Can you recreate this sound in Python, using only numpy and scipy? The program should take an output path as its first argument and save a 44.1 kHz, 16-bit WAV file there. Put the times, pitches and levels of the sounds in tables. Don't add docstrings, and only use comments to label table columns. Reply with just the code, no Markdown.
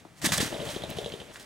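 import sys
import numpy as np
from scipy import signal
from scipy.fft import rfft, irfft
from scipy.io import wavfile
from scipy.ndimage import uniform_filter1d

SR = 44100
rng = np.random.default_rng(int(sys.argv[2]) if len(sys.argv) > 2 else 0)


def to_linear_factor(level_db):
    exponent = np.asarray(level_db, float) / 20
    return 10 ** exponent


def dump_mix(stems):
    frames = np.atleast_2d(stems).T
    limited = np.clip(frames, -1, 1)
    pcm = np.round(limited * 32767).astype(np.int16)
    wavfile.write(sys.argv[1], SR, pcm)


N = 63945
GRAIN = 4096
AIR_LEAD_S = 1 / 50


def on_hz(table):
    table = np.array(table, float)
    bins = np.fft.rfftfreq(N, 1 / SR)
    return np.interp(np.log(bins + 1), np.log(table[:, 0]), table[:, 1])


def colour(x, table):
    y = irfft(rfft(x) * to_linear_factor(on_hz(table)), N)
    return y / np.sqrt(np.mean(y ** 2))


def band(x, hz, width_hz):
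    b, a = signal.iirpeak(hz, hz / width_hz, fs=SR)
    return signal.lfilter(b, a, signal.lfilter(b, a, x))


def add(out, s, grain):
    i = max(int(s * SR), 0)
    out[i:i + len(grain)] += grain[:N - i]


def ring(hz, t60, drop, fall_s, rough, noise):
    t = np.arange(len(noise)) / SR
    wobble = uniform_filter1d(noise, int(SR / hz) + 1) * np.sqrt(SR / hz)
    pitch = hz * (1 + drop * np.exp(-t / fall_s))
    phase = 2 * np.pi * np.cumsum(pitch) / SR
    phase = phase + rough * np.cumsum(wobble) * np.sqrt(hz) / SR * 60
    onset = 1 - np.exp(-t * hz * 2)
    return np.sin(phase) * (1 + rough * wobble) * onset * to_linear_factor(-60 * t / t60)


# multiple of the flick pitch, level in dB.
FLICK_OVERTONES = [(2.05, -16), (3.0, -14)]
FLICK_HZ, FLICK_WIDTH_HZ, FLICK_T60_S, FLICK_DB = 3212, 810, 0.043, -0.4


def flick(noise, drop, hz):
    t = np.arange(len(noise)) / SR
    hiss = band(noise, hz, FLICK_WIDTH_HZ)
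    for multiple, db in FLICK_OVERTONES:
        hiss = hiss + to_linear_factor(db) * band(noise, multiple * hz, FLICK_WIDTH_HZ)
    hiss = hiss * np.sqrt(SR / FLICK_WIDTH_HZ / 4) * to_linear_factor(-60 * t / FLICK_T60_S)
    snap = ring(hz, FLICK_T60_S / 2, drop, 0.00312, 0.13, noise[::-1])
    return to_linear_factor(FLICK_DB) * (0.86 * hiss + snap)


def air_thud():
    u = np.arange(GRAIN) / SR - 0.0051 - AIR_LEAD_S
    envelope = np.exp(-.5 * (u / 0.0024) ** 2)
    return to_linear_factor(1.5) * envelope * np.cos(2 * np.pi * 153.7 * u + 1)


POP_CYCLES, POP_FALL_S = 9.9, 0.0015

# start in seconds, feather flick level in dB, air level in dB,
# pop level in dB, flick pitch in Hz.
STROKES = [(.230, -44, -37, -32, 3170), (.290, -26.5, -43, -24.5, 3500), (0.32, -42, -29, -34, 3160),
           (0.382, -25.5, -31.5, -23.5, 3350), (.455, -29, -36, -36, 3200), (.527, -40.5, -38, -21.5, 2980),
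           (.601, -38, -34, -26.5, 3160), (.672, -38.5, -33.5, -29.5, 3250), (.746, -33, -39, -42, 3260),
           (0.8201, -36, -39, -52, 3200), (0.8947, -36.5, -31.5, -30, 2890), (.970, -34, -34.5, -31, 3160),
           (1.0449, -33, -35.5, -43, 3250), (1.122, -37, -40.5, -39.5, 3060),
           (1.201, -33.5, -43.5, -39, 3025), (1.289, -67, -50, -47.5, 3030)]
PUFF_HZ, PUFF_WIDTH_HZ, PUFF_LEAD_S, PUFF_S, PUFF_DB = 106, 246, .028, 0.048, -3.5
SWEEP_HZ, SWEEP_RISE, SWEEP_DB = 114.3, 0.57, -5.5
STROKE_POP_HZ, STROKE_POP_DB = 570, 1.8


def downstrokes():
    out = np.zeros(N)
    t = np.arange(GRAIN) / SR
    thud = air_thud()
    shape = np.sin(np.pi * np.clip(t / PUFF_S, 0, 1)) ** 2
    cycles = SWEEP_HZ * (t + .5 * SWEEP_RISE * t ** 2 / PUFF_S)
    sweep = to_linear_factor(SWEEP_DB) * shape * np.sin(2 * np.pi * cycles)
    for s, flick_db, air_db, pop_db, flick_hz in STROKES:
        n = rng.standard_normal((3, GRAIN))
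        puff = band(n[0], PUFF_HZ, PUFF_WIDTH_HZ) * shape
        puff = puff / np.max(np.abs(puff)) + sweep
        pop = ring(STROKE_POP_HZ, POP_CYCLES / STROKE_POP_HZ, 0.29, POP_FALL_S, 0.16, n[2])
        add(out, s - PUFF_LEAD_S, to_linear_factor(air_db + PUFF_DB) * puff)
        add(out, s - AIR_LEAD_S, to_linear_factor(air_db) * thud)
        add(out, s, to_linear_factor(flick_db) * flick(n[1], 0.064, flick_hz))
        add(out, s, to_linear_factor(pop_db + STROKE_POP_DB) * pop)
    return out


# start in seconds, pop level in dB, pop pitch in Hz,
# feather flick level in dB, air thud level in dB.
CLAPS = [(0.0518, -35.5, 329.6, -58, -51), (0.2394, -17, 281, -47, -35), (0.254, -21, 193, -24, -45.5),
         (.267, -22.5, 236, -26.5, -27.5), (.331, -44, 707, -27, -28.5), (0.4018, -23, 393, -26.5, -24),
         (0.4245, -16, 262, -31, -28.5), (.473, -35.5, 262, -53, -44), (.543, -23, 570, -33, -35.5),
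         (.616, -29, 576, -36, -35.5), (.624, -25.5, 416, -46, -46.5), (.689, -27, 640, -31, -41),
         (.762, -21.5, 374, -31, -33.5), (.836, -21.5, 614, -30.5, -33.5), (.9105, -26.5, 560, -36, -34),
         (.985, -17.5, 404, -28, -36), (1.0598, -22, 420, -31, -35), (1.137, -24.5, 383, -37, -37),
         (1.216, -32.5, 413, -50, -43.5)]
POP_START_HZ, POP_DROP, POP_ROUGH, POP_LAG_S = 680, 0.46, 0.1, 0.0011


def claps():
    out = np.zeros(N)
    thud = air_thud()
    for s, pop_db, pop_hz, flick_db, air_db in CLAPS:
        n = rng.standard_normal((2, GRAIN))
        drop = min(POP_DROP, POP_START_HZ / pop_hz - 1)
        pop = ring(pop_hz, POP_CYCLES / pop_hz, drop, POP_FALL_S, POP_ROUGH, n[0])
        add(out, s + POP_LAG_S, to_linear_factor(pop_db) * pop)
        add(out, s, to_linear_factor(flick_db) * flick(n[1], 0.281, FLICK_HZ))
        add(out, s - AIR_LEAD_S, to_linear_factor(air_db) * thud)
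    return out


# start in seconds, level in dB, pitch in Hz,
# time to fall 60 dB in seconds.
RINGS = [(.29, -35, 664, 0.02), (.527, -27, 340, 0.033), (.5446, -27.5, 592, 0.06),
         (.559, -32.5, 400, 0.061), (.579, -35, 610, .03), (.6171, -31, 570, 0.07),
         (.6321, -32.5, 438, .06), (.665, -35, 606, 0.035), (.69, -35.5, 600, 0.092),
         (.763, -27, 593, 0.025), (.84, -31, 423, 0.039), (.986, -25.5, 627, .025),
         (1.008, -32, 563, 0.059), (1.061, -28, 592, 0.02), (1.078, -32, 463, 0.029),
         (1.155, -37, 427, .03), (1.217, -36, 600, 0.022)]


def trapped_air():
    out = np.zeros(N)
    for s, db, hz, t60 in RINGS:
        noise = rng.standard_normal(GRAIN)
        add(out, s, to_linear_factor(db) * ring(hz, t60, 0.045, POP_FALL_S, .25, noise))
    return out


# time in seconds, level in dB.
WHIRR = [(0.2, -55), (0.28, -58), (0.4, -36.5), (0.48, -42), (0.7, -43), (0.982, -46.5), (1.278, -53),
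         (1.4, -52.5)]
# frequency in Hz, level in dB per Hz.
FEATHERS = [(45, -1), (120, -12), (300, -3), (600, -2.5), (1090, -14), (3420, -13), (6000, -30),
            (9000, -49)]
WHIRR_DB, WHIRR_FLICKER_DB, WHIRR_FLICKER_S = 1.7, 1.5, 0.0058
WHIRR_BEAT_DB, WHIRR_BEAT_S = 3.5, 0.039


def whirr():
    t = np.arange(N) / SR
    k = int(WHIRR_FLICKER_S * SR) + 1
    flicker = uniform_filter1d(uniform_filter1d(rng.standard_normal(N), k), k)
    db = np.interp(t, *np.array(WHIRR).T, left=-90) + WHIRR_DB
    db = db + WHIRR_FLICKER_DB * flicker / np.std(flicker)
    for row in STROKES:
        swell = np.exp(-.5 * ((t - row[0] - .01) / WHIRR_BEAT_S) ** 2 * 4)
        db = db + WHIRR_BEAT_DB * (swell - .05)
    return to_linear_factor(db) * np.array([colour(n, FEATHERS) for n in rng.standard_normal((2, N))])


# start in seconds, level in dB, attack in seconds per 24 dB,
# hold in seconds, release in seconds per 60 dB (zero or less stops at once).
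THRASH = [(0.173, -60, 0.018, 0.028, -0.7), (0.218, -38, 0.0036, 0.0056, 0.4),
          (0.2436, -29, 0.004, 0.012, 0.14), (0.26, -31.5, 0.0023, 0.0088, 0),
          (0.3207, -27, 0.0012, 0.02, 0.14), (0.38, -26.5, 0.00097, 0.00094, 0.01),
          (0.4033, -32, 0.002, 0.014, 0.19), (0.461, -45, 0.0028, 0.0112, 0.37),
          (0.652, -49, 0.0043, 0.012, 0.29), (0.699, -45.5, 0.0069, 0.012, 0.26),
          (0.892, -55, .002, 0.0029, 0.75), (0.968, -54.5, .002, 0.016, 0.56),
          (1.336, -58.5, 0.005, 0.011, -0.3), (1.352, -60, .002, 0.021, -1.55),
          (1.397, -57.5, 0.001, 0.034, -0.8)]
# time in seconds, level in dB.
RUSTLE = [(0, -59.5), (.03, -65.5), (.15, -66.5), (.21, -59.5), (.3, -46), (.355, -43), (.375, -41.5),
          (.44, -40), (.49, -53.5), (.63, -49), (.74, -50), (.82, -52.5), (1.0, -58.5), (1.15, -55.5),
          (1.30, -60), (1.38, -55.5)]
# frequency in Hz, level in dB per Hz.
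LEAVES = [(240, -14.5), (400, -17.5), (626, -7), (1140, -7), (1500, -8), (1850, -2), (2400, -9),
          (3520, -7.5), (8350, -8), (16000, -22.5)]
CRACKLE_PER_S, CRACKLE_SPREAD_DB, CRACKLE_SMOOTH = 5000, 3, 0.43


def leaves():
    t = np.arange(N) / SR
    gain = to_linear_factor(np.interp(t, *np.array(RUSTLE).T))
    for s, db, attack, hold, release in THRASH:
        rise_db = -24 * np.clip((s - t) / attack, 0, 9)
        fall_db = -60 * np.clip(t - s - hold, 0, 9) / max(release, .01)
        gain = gain + to_linear_factor(db + rise_db + fall_db)
    struck = rng.random((2, N)) < CRACKLE_PER_S / SR
    force = to_linear_factor(CRACKLE_SPREAD_DB * np.clip(rng.exponential(size=(2, N)), 0, 4.5))
    clicks = struck * force * np.sign(rng.standard_normal((2, N)))
    crackle = clicks / np.std(clicks) + CRACKLE_SMOOTH * rng.standard_normal((2, N))
    return gain * np.array([colour(c, LEAVES) for c in crackle])


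# start in seconds, level in dB, ring pitch in
# Hz.
TICKS = [(.0031, -39.5, 3100), (.0509, -32.5, 745), (0.2305, -23, 3500), (.2448, -12, 1720),
         (.2511, -21, 2040), (0.258, -9, 6150), (.2605, -9, 8600), (0.3218, -14, 1790),
         (0.3277, -19.5, 1760), (0.3367, -10.5, 5240), (0.377, -10, 6960), (0.4029, -18, 1990),
         (0.405, -27, 7610), (0.4076, -20, 1900), (.4121, -17, 4010), (.4151, -16.5, 1900),
         (.4241, -22, 3010), (.4311, -31, 1880), (.5441, -31, 3810), (.5591, -38, 9510), (.6476, -33, 7850),
         (0.687, -29, 3860), (.8381, -37, 6510), (0.901, -28, 14000), (.9031, -27.5, 11900),
         (.9045, -35, 8100), (0.9626, -37, 2310), (0.9855, -23, 4160), (1.0597, -35, 3900),
         (1.0914, -38, 6310), (1.0925, -33, 9510), (1.099, -38, 6510), (1.1006, -33, 2200),
         (1.1211, -26, 3333), (1.1371, -35, 3330), (1.2007, -39.5, 3100), (1.2157, -32, 3000),
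         (1.3446, -38, 1540), (1.346, -45, 8210), (1.3581, -25.5, 1430), (1.3586, -29, 3020),
         (1.3734, -41, 1530), (1.3971, -35.5, 8480), (1.3976, -33.5, 3610), (1.4041, -42, 3490),
         (1.4127, -36, 3010)]
TICK_CYCLES, TICK_TAIL_DB, TICK_TAIL_S, TICK_Q = 7.5, -6, 0.022, 1.5


def twigs():
    out = np.zeros(N)
    t = np.arange(2048) / SR
    for s, db, hz in TICKS:
        n = rng.standard_normal(len(t))
        tail = band(n, hz, hz / TICK_Q)
        tail = 0.41 * to_linear_factor(TICK_TAIL_DB - 60 * t / TICK_TAIL_S) * tail / np.std(tail)
        tick = ring(hz, TICK_CYCLES / hz, 0.12, 0.0008, 0.08, n[::-1])
        add(out, s, to_linear_factor(db) * (tail + tick))
    return out


WOOD_T60_S, WOOD_DB, WOOD_TOP_HZ, WOOD_GAP_S, WOOD_LOW_HZ = 0.21, -10.5, 4650, 0.0035, 400


def trunks(near):
    t = np.arange(N // 2) / SR
    tail = rng.standard_normal((2, len(t))) * to_linear_factor(-60 * t / WOOD_T60_S) * (t > WOOD_GAP_S)
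    tail = signal.lfilter(*signal.butter(1, WOOD_TOP_HZ, fs=SR), tail)
    tail = tail - signal.lfilter(*signal.butter(1, WOOD_LOW_HZ, fs=SR), tail)
    tail = tail / np.sqrt(np.sum(tail[0] ** 2))
    return to_linear_factor(WOOD_DB) * signal.fftconvolve(near[None], tail, axes=-1)[:, :N]


# frequency in Hz, level in dB per Hz.
HUSH = [(18, -51), (30, -17), (64, -6.5), (130, -3), (230, -8.5), (498, -15), (1160, -19.5), (2110, -22),
        (16000, -47)]
HUSH_DB = -57


def hush():
    return to_linear_factor(HUSH_DB) * np.array([colour(n, HUSH) for n in rng.standard_normal((2, N))])


# frequency in Hz, left minus right in dB.
PORT_DB = [(60, 7.5), (200, 7), (380, 5.5), (700, 3.5), (1290, 0.56), (2380, -2), (4400, -4.5),
           (8120, -0.74), (15000, -0.46)]
# frequency in Hz, lead of the left in radians.
PORT_PHASE = [(40, 0.44), (300, -0.5), (700, -0.63), (1400, -0.7), (2200, -0.59), (3200, -0.58),
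              (6200, -0.038), (15000, -1)]
# frequency in Hz, level in dB.
DIFFUSE = [(60, -13), (500, -13.5), (1200, -7.5), (2500, -8), (6000, -9.5), (9000, -14), (13000, -6)]


def ports(near, spread):
    other = rfft(spread[1]) * to_linear_factor(on_hz(DIFFUSE))
    port = to_linear_factor(on_hz(PORT_DB) / 2) * np.exp(.5j * on_hz(PORT_PHASE))
    spec = rfft(near + spread[0]) * 2 / np.abs(port + 1 / port)
    return np.array([irfft(spec * port + other, N), irfft(spec / port - other, N)])


def scene():
    near = downstrokes() + claps() + trapped_air() + twigs()
    spread = leaves() + whirr() + trunks(near) + hush()
    return ports(near, spread)


def low_pass(x):
    return signal.sosfilt(signal.butter(12, 15990, fs=SR, output="sos"), x)


LOW_CUT_HZ, TOP_HZ = 51, 15960


def record(dry):
    hz = np.fft.rfftfreq(N, 1 / SR)
    response = (hz < TOP_HZ) / np.sqrt(1 + (LOW_CUT_HZ / (hz + 1)) ** 6)
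    mix = irfft(rfft(dry) * response, N)
    return low_pass(mix)


dry = scene()
out = record(dry)
dump_mix(out)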